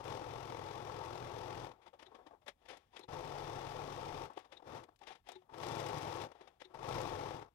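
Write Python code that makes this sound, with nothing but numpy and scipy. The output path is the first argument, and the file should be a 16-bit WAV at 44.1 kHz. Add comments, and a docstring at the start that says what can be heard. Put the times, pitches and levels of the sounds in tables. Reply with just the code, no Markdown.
"""A quiet room, at a table: a household sewing machine, heard sped up, stitches in short runs.
Each stitch beats dense gear clicks through the modes of the housing, over a low table thump.
In the pauses cloth slides and the presser-foot lever snaps; hands knock mostly there, and hard
parts tick in pauses and runs alike.
The left microphone port is open; the right one is muffled and adds a flickering diffuse copy."""
import sys
import numpy as np
from scipy import signal
from scipy.fft import rfft, irfft, next_fast_len
from scipy.io import wavfile

SR = 44100
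rng = np.random.default_rng(int(sys.argv[2]) if len(sys.argv) > 2 else 0)


def inscribe(sig):
    """Save sig as 16-bit PCM at rate SR to the path in sys.argv[1].

    A 1-D sig is mono; a 2-D sig holds one channel per row.
    Samples are clipped to [-1, 1] before scaling.
    """
    pcm = np.round(np.clip(np.atleast_2d(sig).T, -1, 1) * 32767)
    wavfile.write(sys.argv[1], SR, pcm.astype(np.int16))


N = 332514
T = np.arange(N) / SR


def amp(db):
    """dB to gain."""
    return 10 ** (np.asarray(db) / 20)


def rms_one(x):
    """Scale to rms 1."""
    return x / np.sqrt(np.mean(x ** 2) + 1e-20)


def colour(x, spectrum):
    """Filter x by a gain curve, straight in dB over log frequency."""
    hz, db = np.transpose(spectrum)
    size = next_fast_len(len(x))
    log_hz = np.log(np.arange(size // 2 + 1) * SR / size + 1)   # 1 added to keep zero finite
    gain = amp(np.interp(log_hz, np.log(hz), db))
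    return irfft(rfft(x, size) * gain, size)[:len(x)]


def resonate(x, hz, width):
    """One two-pole resonance, gain 1 on top; a narrower width in Hz rings longer."""
    r = np.exp(-np.pi * width / SR)
    feedback = [1, -2 * r * np.cos(2 * np.pi * hz / SR), r * r]
    return signal.lfilter([(1 - r * r) / 2, 0, (r * r - 1) / 2], feedback, x)


def modes(x, table):
    """Resonances side by side, signs alternating."""
    out = 0
    for k, (hz, width, db) in enumerate(table):
        out = out + (-1) ** k * amp(db) * resonate(x, hz, width)
    return out


def contacts(per_s, spread_db):
    """Dense random clicks of uneven size and random sign; rms 1."""
    sizes = amp(spread_db * np.minimum(rng.exponential(1, N), 5)) * rng.choice([-1, 1], N)
    struck = rng.random(N) < per_s / SR
    return rms_one(sizes * struck + 1e-9)


def burst(rise_ms, t60_ms, size):
    """A bell-shaped swell that starts 20 ms ahead, peaks rise_ms after the touch and decays."""
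    ms = 1000 * T[:size] - 20 - rise_ms
    return np.where(ms < 0, np.exp(-1.2 * (ms / rise_ms) ** 2), amp(-60 * ms / t60_ms))


def burst_span(s):
    """First sample and length of a burst, at most a quarter second, for a touch at s seconds."""
    start = int((s - .02) * SR)
    return start, min(SR // 4, N - start)


def bursts(rows, damping=1):
    """Two envelopes per touch; the second is raised to a power, which scales its dB."""
    out = np.zeros((2, N))
    for s, peak_db, over_db, rise_ms, t60_ms in rows:
        i, size = burst_span(s)
        shapes = burst(rise_ms, t60_ms, size=size) ** [[1], [damping]]
        out[:, i:i + size] += shapes * amp([[peak_db], [peak_db + over_db]])
    return out


# Room tone, shaping of white noise before its level is set: f/Hz, level/dB
ROOM_TONE = [(15, -34), (25, 8.5), (75, 13.5), (470, -2.5), (553, -41), (921, -29), (1110, -22),
             (3640, -21), (5020, -23), (15600, -49)]


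def room_tone():
    """The quiet room: steady noise, strongest at low frequencies."""
    return amp(-80.5) * rms_one(colour(rng.standard_normal(N), ROOM_TONE))


# Modes of the machine housing: f/Hz, width/Hz, lift or cut/dB
HOUSING_MODES = [(205, 34, -15), (359.7, 19.4, 5.5), (409.6, 16.5, 2), (500, 64, 5.5), (748, 130, 5.5),
                 (827, 23, 4), (913, 39, 7), (1116, 82, 7), (1320, 47, 6), (1695, 50, 1), (2550, 390, 1),
                 (3470, 130, 2.5), (4900, 150, 3.5), (5500, 250, 0.5), (7800, 96, 2), (10500, 200, 0.5),
                 (13500, 270, -1)]


def housing(x):
    """Stitching, knocks and cloth are lifted or thinned, mode after mode, by the housing."""
    for hz, width, db in HOUSING_MODES:
        x = x + (amp(db) - 1) * resonate(x, hz, width)
    return x


# Cloth slides, mostly in the pauses: start t/s, length/s, rustle level/dB, hiss level over rustle/dB
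CLOTH_SLIDES = [(1.68, 0.27, -65.5, -15), (1.895, 0.63, -65, -12), (2.516, 0.54, -72, -3.5),
                (2.904, 0.19, -62, -2), (4.246, 0.31, -64, -7.5), (4.475, .18, -62.5, -11),
                (4.823, 0.18, -67.5, -13), (4.965, 0.28, -64.5, -5), (5.224, 0.23, -66, 0),
                (5.17, 0.092, -85, -4), (5.39, 0.25, -73.5, -16), (6.27, 0.39, -64, -7.5),
                (6.6, 0.22, -68.5, -10), (7.4, 0.31, -77.5, -10)]


def slides():
    """Rustle and hiss envelopes: each slide swells for about a third of its length, then fades."""
    out = np.zeros((2, N))
    for s, length, rustle_db, hiss_db in CLOTH_SLIDES:
        done = np.interp(T, [s, s + .32 * length, s + length], [0, 1, 0])
        swell = np.sin(np.pi / 2 * done) ** 2
        out += swell * amp([[rustle_db], [rustle_db + hiss_db]])
    return out


def knock_rise(t60_ms):
    """Rise time in ms: longer knocks also swell more slowly."""
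    return 4.9 + .011 * t60_ms


# Knocks and scuffs of the hands; each layer trims these levels where it plays:
# touch t/s, peak level/dB, treble level over that/dB, t60/ms, ring f/Hz
HAND_KNOCKS = [(1.714, -49.5, -14, 31, 907), (1.816, -66, -7.5, 320, 860), (1.861, -49.5, -17, 65, 890),
               (1.876, -56, -12, 39, 886), (1.932, -52.5, -20, 80, 533), (1.992, -57, -6.5, 140, 885),
               (2.025, -47.5, -11.5, 34, 494), (2.112, -58, -32, 180, 422), (2.147, -51.5, -12.5, 65, 507),
               (2.185, -56.5, -38, 190, 485), (2.264, -52.5, -11, 69, 310), (2.307, -55, -32, 120, 680),
               (2.334, -57, -47, 93, 890), (2.416, -68.5, -13, 160, 610), (2.463, -52.5, -10.5, 130, 560),
               (2.479, -46.5, -2, 70, 564), (2.615, -67.5, -17, 120, 706), (2.654, -61.5, -7, 76, 334),
               (2.684, -53, -3, 235, 516), (2.7, -49, -13, 115, 513), (2.726, -53.5, -17, 134, 780),
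               (2.77, -58, -13, 33, 337), (2.931, -65, -13, 190, 990), (2.963, -50.5, -3, 63, 495),
               (2.993, -48, -27, 39, 370), (4.299, -44, -33, 74, 878), (4.363, -57.5, -12, 33, 400),
               (4.373, -36.5, -18, 29, 409), (4.391, -56.5, -8.5, 120, 1130), (4.446, -55, -14, 62, 1130),
               (4.52, -54.5, -3.5, 95, 525), (4.597, -52, -36, 35, 890), (4.622, -51, -23, 35, 366),
               (4.836, -64.5, 1, 28, 510), (4.887, -53, -30, 19, 340), (5.013, -52.5, -18, 64, 842),
               (5.033, -54, -10, 23, 765), (5.069, -49, -4, 140, 890), (5.102, -51, -16, 84, 763),
               (5.118, -57.5, -5, 88, 760), (5.152, -56.5, -8.5, 51, 930), (5.267, -57.5, -8, 100, 890),
               (5.288, -48, -8, 74, 730), (5.316, -54.5, -18, 75, 350), (5.417, -66, -16, 71, 694),
               (5.493, -51.5, -28, 58, 927), (5.536, -44, -15, 54, 904), (6.315, -50, -13.5, 36, 484),
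               (6.349, -59, -22, 61, 396), (6.408, -52.5, -13.5, 92, 394), (6.474, -56, -6, 42, 1140),
               (6.6, -65, 3.5, 125, 1330), (6.615, -45.5, -12, 30, 507), (6.703, -59, -29, 300, 365),
               (6.744, -45.5, -17, 36, 930), (6.788, -47.5, -16, 46, 910), (7.421, -42, -19.5, 33, 910)]


def knock_rings():
    """Each knock also favours one low resonance, set by where the hand lands."""
    out = np.zeros(N)
    for s, peak_db, over_db, t60_ms, hz in HAND_KNOCKS:
        i, size = burst_span(s)
        ring = rms_one(resonate(rng.standard_normal(SR // 4), hz, 26.0))[:size]
        envelope = burst(knock_rise(t60_ms), 1.03 * t60_ms, size=size)
        out[i:i + size] += amp(peak_db - 3.0) * envelope * ring
    return out


# Shaping of hand and cloth clicks ahead of the housing, body then treble: f/Hz, level/dB
HAND_BODY = [(120, -33), (200, -2.5), (377, 2), (626, 2), (749, 4), (1600, -7), (2320, -22.5), (2500, -23),
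             (3250, -38), (5500, -120)]
HAND_TREBLE = [(1060, -14.5), (1800, 4), (2780, 0), (3480, 2), (4440, -8), (5410, -7.5), (8350, -21.5),
               (9300, -17), (15600, -41)]


def handling():
    """Cloth slides and hands knock: clicks under each gesture, ringing in the housing."""
    rustle, hiss = slides()
    rows = [(s, db, over_db, knock_rise(t60), t60) for s, db, over_db, t60, hz in HAND_KNOCKS]
    low, high = bursts(rows, damping=1.03)
    dull = rms_one(housing(colour(contacts(per_s=3600, spread_db=-2.0), HAND_BODY)))
    bright = rms_one(housing(colour(contacts(per_s=8500, spread_db=0.5), HAND_TREBLE)))
    return dull * (rustle + amp(-2.5) * low) + bright * (hiss + amp(6.0) * high)


# Lone sharp ticks of hard parts, in pauses and runs alike: t/s, peak level/dB
HARD_TICKS = [(0.042, -51), (1.0494, -51), (1.9905, -71), (2.0216, -64), (2.4175, -81), (2.463, -65),
              (2.4805, -46.5), (2.6871, -57), (2.771, -55), (2.9931, -50.5), (4.3336, -63), (4.3764, -66),
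              (4.389, -56), (4.8365, -59), (4.96, -65.5), (4.9906, -65), (5.017, -72), (5.2877, -48.5),
              (5.3184, -49), (5.582, -51), (5.613, -50), (5.666, -45.5), (5.687, -47), (5.758, -46),
              (5.782, -49), (5.801, -43), (5.864, -45), (5.886, -44), (5.983, -44), (6.022, -45.5),
              (6.141, -51), (6.163, -49), (6.218, -49), (6.3175, -64), (6.3495, -76), (6.6176, -64),
              (6.743, -62), (6.8892, -44), (6.945, -47.5), (7.0146, -41.5)]
# Shaping of the tick noise: f/Hz, level/dB
TICK_COLOUR = [(300, -32), (2000, 4.5), (8000, -2.5), (15000, -18)]
# Ringing added to a tick: f/Hz, width/Hz, level over the snap/dB
TICK_MODES = [(5100, 200, 0), (8100, 270, 6), (11400, 200, 5)]


def ticks():
    """Hard parts tick: each sets off coloured noise that dies 60 dB in 34 ms."""
    clicks = np.zeros(N)
    for s, peak_db in HARD_TICKS:
        clicks[int(s * SR)] = amp(peak_db)
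    envelope = signal.lfilter([1], [1, -amp(-60 / (0.034 * SR))], clicks + 1e-18)
    snap = colour(rng.standard_normal(N), TICK_COLOUR)
    snap = snap + modes(snap, TICK_MODES)
    return rms_one(snap) * envelope


# Presser-foot lever: touch t/s, spring peak level/dB, arm level over that/dB
LEVER_SNAPS = [(2.058, -55, -3), (3.004, -61.5, 7.5), (3.03, -54, 4), (4.52, -60, -8), (4.5668, -55, -3),
               (5.0994, -60.5, 0), (5.324, -60.5, 1), (5.3514, -55, 6), (6.645, -54.5, 1)]
# Modes of its spring, then of its arm: f/Hz, width/Hz, level/dB
SPRING_MODES = [(3500, 80, -6), (3780, 55, 0), (3960, 70, -8), (4110, 90, -7), (7000, 60, -26)]
ARM_MODES = [(370, 16, 11), (510, 30, -3), (845, 50, 0), (985, 50, -14)]


def lever():
    """The spring sings near 3.8 kHz over a rub, while the arm rings low and rings on."""
    spring, arm = bursts([(*row, 10.2, 43) for row in LEVER_SNAPS])   # rise ms, t60 ms
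    shake = rng.standard_normal(N)
    rub = amp(-6) * rms_one(colour(rng.standard_normal(N), HAND_TREBLE))
    singing = spring * (rms_one(modes(shake, SPRING_MODES)) + rub)
    # the arm is shaken before its modes, so they outlast the envelope
    ringing = modes(arm * shake, ARM_MODES) / np.std(modes(shake, ARM_MODES))
    return singing + ringing


def stitch_count(per_s, uneven):
    """Stitches done so far, each a little early or late, and the beat depth, less when uneven."""
    turns = .571 + np.cumsum(per_s) / SR   # the first stitch is partly done at 0 s
    slip = rng.standard_normal(N // 500)
    turns = turns + uneven * np.interp(turns, np.arange(len(slip)), slip)
    return np.maximum(turns, 0), .71 - .46 * uneven


def stitch_beat(turns, depth, sharpness, spread_db):
    """A swell per stitch, each of its own strength; rms 1."""
    strength = rng.standard_normal(int(turns.max()) + 2)[np.round(turns).astype(int)]
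    swell = np.exp(sharpness * (np.cos(2 * np.pi * turns) - 1))
    return rms_one(1 - depth + depth * swell * amp(spread_db * strength))


def needle(turns, spread_db):
    """One click as each stitch lands; rms 1."""
    lands = np.diff(np.floor(turns), prepend=0) > 0
    return rms_one(lands * amp(spread_db * rng.standard_normal(N)) * rng.choice([-1, 1], N))


def snippets(hz, turns, detune, jump, spread_db):
    """A tone in cross-faded snippets, one a stitch: each jumps in phase (turns), pitch and level; rms 1."""
    stitch = turns.astype(int)
    pitch_luck, phase_luck, level_luck = rng.standard_normal((int(turns.max()) + 2, 3)).T
    phase = 2 * np.pi * np.cumsum(hz + 0 * T) / SR
    centre = np.interp(np.arange(len(pitch_luck)), turns, phase)
    start = centre + 2 * np.pi * jump * np.cumsum(phase_luck)
    fade = np.sin(np.pi / 2 * (turns % 1)) ** 2
    out = 0
    for k, window in ((stitch, 1 - fade), (stitch + 1, fade)):
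        angle = (phase - centre[k]) * (1 + detune * pitch_luck[k]) + start[k]
        out = out + window * amp(spread_db * level_luck[k]) * np.sin(angle)
    return rms_one(out)


def wandering(hz):
    """A pitch that drifts slowly: new random goals 5 times a second, 3.5 % spread."""
    knots = np.arange(0, N / SR + 1, 1 / 5)
    return hz * (1 + .035 * np.interp(T, knots, rng.standard_normal(len(knots))))


# Table modes, gone through twice: f/Hz, width/Hz, level at each pass/dB
TABLE_MODES = [(85.5, 13, 9), (161.4, 47, 7)]


def table_thump(turns, depth, lower_hz, upper_hz, upper_db):
    """Two motor tones pulsing with the stitches over table rumble; rms 1."""
    beat = stitch_beat(turns, .9 * depth, sharpness=1.8, spread_db=1.2)
    rumble = rms_one(modes(modes(beat * rng.standard_normal(N), TABLE_MODES), TABLE_MODES))
    lower = snippets(wandering(lower_hz), turns, detune=.04, jump=.11, spread_db=1.5)
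    upper = snippets(wandering(upper_hz), turns, detune=.04, jump=.11, spread_db=1.5)
    return rms_one(beat * (lower + amp(upper_db) * upper) + amp(-3.0) * rumble)


# Shaping of the hum clicks ahead of the housing: f/Hz, level/dB
HUM_COLOUR = [(120, -18.5), (200, -6), (502, -1.5), (633, -4), (887, -4.5), (997, -6), (1120, -7),
              (1540, -12), (2500, -23), (3250, -47), (5500, -120)]
# Housing modes that hold a tone: f/Hz, level over the hum/dB
SINGING_MODES = [(335, -17), (420, -15), (505, -17.5), (850, -11.5), (900, -12)]


def housing_hum(turns, depth):
    """Gear clicks swell with each stitch through the housing, and some modes sing; rms 1."""
    beat = stitch_beat(turns, .5 * depth, sharpness=3.3, spread_db=2.0)
    landings = np.abs(needle(turns, spread_db=-2.0))
    clicks = beat * contacts(per_s=8000, spread_db=1.13) - amp(-11.5) * landings
    hum = rms_one(housing(colour(clicks, HUM_COLOUR)))
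    singing = 0
    for hz, db in SINGING_MODES:
        singing = singing + amp(db) * snippets(hz, turns, detune=.015, jump=.14, spread_db=1.5)
    return rms_one(hum + singing)


# Shaping of the metal clicks ahead of the housing: f/Hz, level/dB
RATTLE_COLOUR = [(1060, -39), (1800, -3.5), (3090, -5), (3540, -4.5), (4600, -10.5), (5610, -8.5),
                 (7160, -18), (13300, -26), (15600, -32.5)]


def metal_rattle(turns, depth):
    """Metal parts click densely, swelling with each stitch, plus a needle click; rms 1."""
    beat = stitch_beat(turns, 0.7 * depth, sharpness=1.6, spread_db=2.0)
    clicks = beat * contacts(per_s=9000, spread_db=2.5) + amp(-19.5) * needle(turns, spread_db=-2.5)
    return rms_one(housing(colour(clicks, RATTLE_COLOUR)))


# Pedal effort, one list a run, as the level of the housing hum: t/s, level/dB
PEDAL_EFFORT = [
    [(0, -44), (.03, -50.5), (.055, -42), (.08, -40.5), (.15, -40.5), (.2, -44), (.75, -43.5), (1.652, -43),
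     (1.7, -51), (1.76, -67)],
    [(3.088, -47.5), (3.11, -45.5), (3.135, -43), (3.26, -43.5), (3.4, -42.5), (4.25, -43), (4.29, -54)],
    [(4.64, -61), (4.68, -47.5), (4.77, -45), (4.848, -57), (4.86, -66)],
    [(5.51, -59.5), (5.55, -50), (5.64, -40), (5.72, -39), (6.25, -41), (6.28, -54.5), (6.31, -58)],
    [(6.745, -48), (6.78, -51.5), (6.84, -41.5), (6.95, -37.5), (7.35, -43), (7.432, -52), (7.49, -64.5)],
]


def pedal_effort():
    """Hum level in dB, and a gate that is open during each run, with 10 ms fades."""
    s, db = np.transpose([row for run in PEDAL_EFFORT for row in run])
    gate = 0
    for run in PEDAL_EFFORT:
        to_edge = np.minimum(T - run[0][0] + .01, run[-1][0] + .01 - T)
        gate = gate + np.clip(to_edge / .01, 0, 1)
    return np.interp(T, s, db), gate


# One row a run: stitch rate/per s, unevenness of spacing/stitches, lower and upper tone f/Hz,
# upper level over lower/dB, then at the run's top effort: thump level and rattle level over the hum/dB,
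# table sway level/dB
STITCH_RUNS = [(42.77, .04, 106, 126, 1.5, -11, -10.5, -66), (35.13, .3, 104, 139, 4, -13, -10.5, -65.5),
               (35.85, 0.41, 120, 135, -11, -12, -12, -76), (37.68, .3, 111, 140, 1, -12, -10, -77),
               (38.9, .25, 109, 140, 0.5, -10.5, -10, -61)]


def per_run():
    """The run columns in time, each held until the next run starts, and each run's top effort in dB."""
    which = np.searchsorted([run[0][0] - .01 for run in PEDAL_EFFORT[1:]], T)
    top_db = np.array([max(db for s, db in run) for run in PEDAL_EFFORT])
    return np.array(STITCH_RUNS)[which].T, top_db[which]


def stitching():
    """The machine runs: housing hum, table thump, metal rattle and sway follow the pedal effort."""
    body_db, gate = pedal_effort()
    columns, top_db = per_run()
    per_s, uneven, lower_hz, upper_hz, upper_db, thump_db, rattle_db, sway_db = columns
    slack_db = body_db - top_db
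    turns, depth = stitch_count(per_s, uneven)
    # thump and rattle lose extra dB for each dB of effort below the run's top
    thump_gain = amp(thump_db + .22 * slack_db)
    rattle_gain = amp(rattle_db + .27 * slack_db)
    parts = housing_hum(turns, depth)
    parts = parts + thump_gain * table_thump(turns, depth, lower_hz, upper_hz, upper_db)
    parts = parts + rattle_gain * metal_rattle(turns, depth)
    # the table rocks once a stitch
    sway = snippets(per_s, turns, detune=.05, jump=.12, spread_db=2.0)
    return gate * (amp(body_db) * parts + amp(sway_db + slack_db) * sway)


# Diffuse sound at the right port: f/Hz, level/dB
DIFFUSE_COLOUR = [(100, -26), (700, -17), (2000, -25), (4100, -29), (9000, -28), (14000, -25)]


def diffuse_copy(sound):
    """Sound scattered over a 50 ms t60 noise tail, fading and flipping all the time."""
    tail = T[:SR // 10]
    scatter = rng.standard_normal(len(tail)) * amp(-60 * tail / .05)
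    scattered = signal.fftconvolve(sound, scatter / np.linalg.norm(scatter))[:N]
    steps = int(80 * N / SR)   # 80 new random gains a second
    flicker = np.interp(T, np.linspace(0, N / SR, steps), rng.standard_normal(steps))
    return colour(scattered, DIFFUSE_COLOUR) * rms_one(flicker)


# Direct sound at the right port, ahead of its low-pass: f/Hz, level/dB
DIRECT_COLOUR = [(30, -2.5), (90, 0), (200, 0), (700, -2), (2000, -5), (4000, -8), (9000, -10)]


def muffled_port(sound):
    """The covered port acts as a one-pole low-pass at 145 Hz."""
    r = np.exp(-2 * np.pi * 145 / SR)
    return amp(3.3) * signal.lfilter([0, 1 - r], [1, -r], colour(sound, DIRECT_COLOUR))


def scene():
    """All sources reach both ports; the right one is muffled and also catches a diffuse copy."""
    hands = handling() + knock_rings() + lever()
    sound = room_tone() + hands + ticks() + stitching()
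    return np.array([sound, muffled_port(sound) + diffuse_copy(sound)])


# Microphone hiss before the top is cut, one row a channel, left then right: level/dB
MICROPHONE_HISS = [
    [-87.5],
    [-99],
]


def record(dry):
    """Each microphone channel adds its own hiss; the top is cut steeply above 15.8 kHz."""
    wet = dry + amp(MICROPHONE_HISS) * rng.standard_normal(dry.shape)
    top_cut = signal.ellip(12, .3, 55, 15794, fs=SR, output="sos")
    return signal.sosfilt(top_cut, wet)


dry = scene()
out = record(dry)
inscribe(out)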